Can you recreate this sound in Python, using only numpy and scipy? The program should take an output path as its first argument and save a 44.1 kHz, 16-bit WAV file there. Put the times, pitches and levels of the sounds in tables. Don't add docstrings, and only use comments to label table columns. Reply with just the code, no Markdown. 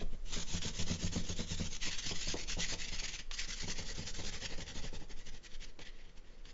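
import sys
import numpy as np
from scipy import signal
from scipy.fft import rfft, irfft, next_fast_len
from scipy.io import wavfile
from scipy.ndimage import uniform_filter1d, map_coordinates

SR = 44100
rng = np.random.default_rng(int(sys.argv[2]) if len(sys.argv) > 2 else 0)


def output_pcm(signal):
    pcm = np.clip(np.atleast_2d(signal).T, -1, 1) * 32767
    wavfile.write(sys.argv[1], SR, np.round(pcm).astype(np.int16))


N = 287973


# frequency in Hz, relative density in dB per Hz at the right, middle and upper place.
GRIT_SPECTRUM = [(513, -33, -31, -31.5), (900, -4, -11.5, -13), (1040, -11, -14, -13), (1567, -8, -9, -5),
                 (1955, -3, 0.5, 3.5), (2380, -3.5, -2, -2.5), (2680, -2, 2, -0.5), (3420, 0.5, 1, 1.5),
                 (3960, 0, -3, -3), (4400, -4.5, 1, 1), (5470, -1.5, -0.5, -1.5), (5530, -5, -3, -0.5),
                 (6630, 0, 1.5, -0.5), (8120, -12, -15, -11)]


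def scribble(gain, bright_db):
    grain_level = amp(1.9 * rng.exponential(size=N))
    grains = patchy(rng.standard_normal(N) * grain_level, patchy_db=2.5)
    grit = by_place(grains, GRIT_SPECTRUM)
    treble = filtered(grit, lambda hz: np.clip(np.log2((hz + 1) / 2200) / 1.6, 0, 1))
    dull = filtered(grit, lambda hz: hz < 1600)
    middle = grit - treble - dull
    paint_tooth = amp(1.38 * wobble(40) + 1.58 * wobble(150))
    rubbing = dull + middle * amp(-.3 * bright_db) + treble * amp(0.52 * bright_db)
    return gain * paint_tooth * rubbing


# start in seconds, length in seconds, base level in dB, way of the hand.
STROKE_ROWS = [(0.001, 0.027, -54.5, "to"), (0.108, 0.04, -65, "fro"), (0.264, 0.053, -50.5, "fro"),
               (0.325, 0.11, -43, "to"), (0.473, 0.11, -45.5, "fro"), (0.627, 0.079, -42, "to"),
               (0.738, 0.091, -44, "fro"), (0.871, 0.089, -42.5, "to"), (0.988, 0.09, -44.5, "fro"),
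               (1.128, 0.092, -44.5, "to"), (1.239, 0.088, -46, "fro"), (1.369, 0.077, -45, "to"),
               (1.473, 0.074, -45, "fro"), (1.58, 0.059, -43.5, "to"), (1.645, 0.034, -45, "to"),
               (1.711, 0.055, -45.5, "fro"), (1.816, 0.074, -39.5, "fro"), (1.912, 0.043, -41.5, "to"),
               (1.982, 0.022, -40, "to"), (2.03, 0.091, -40.5, "fro"), (2.153, 0.093, -44, "to"),
               (2.255, 0.082, -42, "fro"), (2.367, 0.074, -44.5, "to"), (2.479, 0.058, -41, "fro"),
               (2.589, 0.074, -41, "to"), (2.681, 0.062, -41, "fro"), (2.79, 0.07, -41, "to"),
               (2.878, 0.019, -45.5, "fro"), (2.918, 0.045, -43, "fro"), (2.99, 0.019, -39.5, "to"),
               (3.036, 0.03, -39, "to"), (3.079, 0.018, -40, "fro"), (3.118, 0.04, -40.5, "fro"),
               (3.191, 0.019, -45, "to"), (3.327, 0.022, -45, "fro"), (3.379, 0.075, -40.5, "to"),
               (3.481, 0.066, -43.5, "fro"), (3.567, 0.089, -45.5, "to"), (3.673, 0.051, -44.5, "fro"),
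               (3.761, 0.075, -46.5, "to"), (3.857, 0.063, -45, "fro"), (3.948, 0.095, -48.5, "to"),
               (4.059, 0.049, -45, "fro"), (4.142, 0.084, -47, "to"), (4.241, 0.055, -44, "fro"),
               (4.325, 0.056, -44.5, "to"), (4.413, 0.05, -42.5, "fro"), (4.496, 0.059, -48.5, "to"),
               (4.583, 0.045, -46.5, "fro"), (4.666, 0.058, -49.5, "to"), (4.749, 0.053, -47, "fro"),
               (4.825, 0.062, -49, "to"), (4.936, 0.035, -50.5, "fro"), (4.997, 0.05, -58.5, "to"),
               (5.097, 0.032, -54.5, "fro"), (5.168, 0.057, -59, "to"), (5.26, 0.034, -52.5, "fro"),
               (5.328, 0.053, -56, "to"), (5.432, 0.037, -53.5, "fro"), (5.504, 0.056, -55.5, "to"),
               (5.608, 0.042, -52.5, "fro"), (5.676, 0.031, -61.5, "to"), (5.81, 0.015, -47, "fro"),
               (5.853, 0.04, -53, "to"), (5.927, 0.19, -67, "to"), (6.165, 0.024, -61.5, "fro"),
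               (6.245, 0.17, -69, "to"), (6.45, 0.065, -59.5, "fro")]
SWELL_DB = {"to": (-2.5, -0.6, -0.37), "fro": (3.7, 2.4, 1.5)}
# time in seconds, brightness in dB.
BRIGHTNESS = [(0.1, -14), (0.3, 4.5), (1.7, 4), (1.85, -4.5), (2.1, 3.5), (3.2, -2), (3.5, 4), (4.15, 4),
              (4.45, -2), (5.55, -2.5), (5.8, -12.5), (6.3, -8), (6.5, -4)]
# brightness in dB at the right, middle and upper place.
FRO_BRIGHTER_DB = (1.4, 0.8, 4)


def pressure():
    power, bright = np.full(N, 1e-12), np.zeros(N)
    margin = SR // 10
    for start_s, length_s, level_db, way in STROKE_ROWS:
        place = place_at(start_s)
        way_share = .5 if way == "fro" else -.5
        bright_db = np.interp(start_s, *np.transpose(BRIGHTNESS)) + FRO_BRIGHTER_DB[place] * way_share
        first = max(round(start_s * SR) - margin, 0)
        last = min(round((start_s + length_s) * SR) + margin, N)
        t = np.arange(first, last) / SR
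        u = np.clip(2 * (t - start_s) / length_s - 1, -1, 1)
        before_s, after_s = np.maximum(start_s - t, 0), np.maximum(t - start_s - length_s, 0)
        shape_db = SWELL_DB[way][place] * u - 3.58 * u ** 2
        edge_db = -1010 * before_s - 950 * after_s
        stroke_power = amp(level_db + shape_db + edge_db) ** 2
        power[first:last] += stroke_power
        bright[first:last] += stroke_power * bright_db
    return np.sqrt(power), bright / power


# time in seconds, ring of the board in dB, rattle in dB; both are base levels.
KNOCK_ROWS = [(0.012, -44.5, -45.5), (0.365, -42, -45), (0.536, -37, -49), (0.648, -38.5, -51.5),
              (0.789, -37.5, -46.5), (0.9, -34, -45), (1.035, -34, -49.5), (1.157, -33, -41.5),
              (1.292, -40.5, -46), (1.391, -37.5, -42.5), (1.507, -38, -51.5), (1.598, -35, -42.5),
              (1.868, -47.5, -48.5), (2.056, -48.5, -54.5), (2.108, -42.5, -44.5), (2.271, -43, -52),
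              (2.339, -50, -39.5), (2.568, -44, -48.5), (2.585, -45, -48), (2.723, -46, -43.5),
              (2.918, -49, -54), (3.022, -56.5, -52), (3.476, -50, -56), (3.63, -42.5, -53),
              (3.677, -43.5, -45.5), (3.785, -45, -48), (3.981, -41, -50.5), (4.188, -46, -45.5),
              (4.235, -53, -52.5), (4.52, -53, -51), (4.579, -48.5, -53.5), (4.756, -49.5, -52),
              (4.928, -50.5, -53), (5.012, -58, -53.5), (5.787, -59.5, -54)]
# nominal frequency in Hz, t60 in seconds.
BOARD_MODES = [(88, .14), (170, .11), (227, .15)]
RING_OFFSETS_DB = {"to": [(-1.7, 0.2, -0.9), (4, 0.2, -5), (-1, 0.2, -4)], "fro": [(1.1, 0.2, -14),
                   (-0.2, 0.18, -7.5), (-3.5, 0.18, -2)]}
RATTLE_HZ = 294


def knocks():
    out, t = np.zeros(N + SR), np.arange(SR // 3) / SR
    board_noise = by_place(rng.standard_normal(N + SR), DRONE_SPECTRUM)
    rattle = coloured(board_noise, [(RATTLE_HZ / 2, -30), (RATTLE_HZ, 0)])
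    shapes = [(1 - np.exp(-t / .005)) * amp(-60 * t / t60_s) for _, t60_s in BOARD_MODES]
    push = 4 * amp(-60 * t / 0.027) * np.sin(2 * np.pi * 300 * t)
    for time_s, ring_db, rattle_db in KNOCK_ROWS:
        modes_db = ring_db + np.array(RING_OFFSETS_DB[way_at(time_s)][place_at(time_s)])
        at = round(time_s * SR)
        detunes = rng.normal(0, 0.027, len(BOARD_MODES))
        ring = np.zeros(len(t))
        for (hz, _), shape, mode_db, detune in zip(BOARD_MODES, shapes, modes_db, detunes):
            tone = np.sin(2 * np.pi * hz * (1 + detune) * t)
            ring += amp(mode_db) * shape / shape.max() * tone
        decaying_rattle = 1.52 * amp(-60 * t / 0.12) * rattle[at:at + len(t)]
        dry_knock = amp(rattle_db) * (push + decaying_rattle)
        out[at:at + len(t)] += ring + (1 - np.exp(-t / 0.0022)) * dry_knock
    return out[:N]


# time in seconds, noise level at the onset before colouring in dB.
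TAP_ROWS = [(0.619, -39.5), (3.312, -36.5), (5.791, -46.5), (6.454, -51.5)]


def taps():
    out, t = np.zeros(N + SR), np.arange(SR // 20) / SR
    for time_s, level_db in TAP_ROWS:
        tick = amp(level_db - 60 * t / 0.04) * rng.standard_normal(len(t))
        out[round(time_s * SR):][:len(t)] += tick
    ticks = out[:N]
    return coloured(ticks, [(150, -19.0), (500, -6.0), (3000, 9), (7500, -7)]) * ticks.std()


# time in seconds, sway in dB, drone in dB before its wobble and beat.
SHAKE_LEVELS = [(0, -33.5, -61.5), (.9, -38.5, -49), (1.8, -39, -58.5), (2.7, -35.5, -58),
                (3.35, -40.5, -64), (3.9, -39, -53), (4.8, -38.5, -52.5), (5.5, -43.5, -66),
                (6.53, -49, -66.5)]
# frequency in Hz, relative density in dB per Hz.
SWAY_SPECTRUM = [(2, -15.5), (5, 1.5), (19, -2.5), (30, -12), (50, -30), (80, -29), (150, -65)]
# frequency in Hz, relative density in dB per Hz at the
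DRONE_SPECTRUM = [(60, -0.5, -1, 1.5), (203, 0, 1, -2), (310, -8, -7, -11.5), (338, -10, -9, -14.5),
                  (482, -8, -9, -5), (670, -15, -12.5, -18.5), (854, -25.5, -13.5, -12.5),
                  (1010, -21.5, -17, -21), (2080, -35.5, -39.5, -41)]


def easel(gain):
    knot_s, sway_db, drone_db = np.transpose(SHAKE_LEVELS)
    t = np.arange(N) / SR
    sway = amp(np.interp(t, knot_s, sway_db)) * coloured(rng.standard_normal(N), SWAY_SPECTRUM)
    beat = (gain / uniform_filter1d(gain, SR // 4)) ** 0.68
    drone_gain = amp(np.interp(t, knot_s, drone_db) + 1.95 * wobble(40))
    drone = drone_gain * by_place(rng.standard_normal(N), DRONE_SPECTRUM)
    return sway + beat * drone


# frequency in Hz, t60 in seconds.
STUDIO_T60 = [(200, 0.6), (8000, 0.21)]


def studio(x):
    hz, t, z = signal.stft(rng.standard_normal(SR // 2), SR, nperseg=256)
    decay = amp(-60 * t / along(STUDIO_T60, hz)[:, None])
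    tail = signal.istft(z * decay, SR, nperseg=256)[1]
    return signal.fftconvolve(np.pad(x, (300, 0)), tail / np.linalg.norm(tail))[:N]


# frequency in Hz, relative density in dB per Hz.
AIR_SPECTRUM = [(40, -26), (200, -25), (480, -24), (700, -33), (1500, -35), (7600, -46)]


def room_tone():
    return amp(-66.5) * coloured(rng.standard_normal(N), AIR_SPECTRUM)


MOVE_TIMES = [1.79, 3.3]


def place_at(s):
    return np.searchsorted(MOVE_TIMES, s)


def by_place(x, table):
    hz, *places = np.transpose(table)
    place = place_at(np.arange(len(x)) / SR)
    return np.choose(place, [coloured(x, np.c_[hz, db]) for db in places])


def way_at(s):
    return min(STROKE_ROWS, key=lambda row: abs(row[0] + row[1] / 2 - s))[-1]


def patchy(x, patchy_db):
    z = signal.stft(x, nperseg=512)[2]
    field = uniform_filter1d(rng.standard_normal(z.shape), 4, 0)
    field = uniform_filter1d(field, 8, 1)
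    field -= uniform_filter1d(field, 40, 0)
    return signal.istft(z * amp(patchy_db * unit(field)), nperseg=512)[1][:N]


def wobble(rate_hz):
    knots = rng.standard_normal(int(N * rate_hz / SR) + 4)
    return map_coordinates(knots, [np.arange(N) * rate_hz / SR])


def coloured(x, spectrum):
    return unit(filtered(x, lambda hz: amp(along(spectrum, hz))))


def filtered(x, response):
    m = next_fast_len(len(x) + 8192)
    return irfft(rfft(x, m) * response(np.fft.rfftfreq(m, 1 / SR)), m)[:len(x)]


def along(points, hz):
    f, v = np.transpose(points)
    return np.interp(np.log(hz + 1), np.log(f + 1), v)


def unit(x):
    return x / np.sqrt(np.mean(x ** 2) + 1e-20)


def amp(db):
    return 10 ** (np.asarray(db) / 20)


def scene():
    gain, bright_db = pressure()
    near = scribble(gain, bright_db) + taps() + knocks()
    air = room_tone()
    mono = near + amp(-12.5) * studio(near) + easel(gain) + air
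    return np.tile(mono, (2, 1))


TOP_HZ = 7630


def record(dry):
    def band_limit(hz):
        return np.clip((TOP_HZ - hz) / 180, 0, 1) ** 2 + 3e-3
    return np.array([filtered(channel, band_limit) for channel in dry])


dry = scene()
out = record(dry)
output_pcm(out)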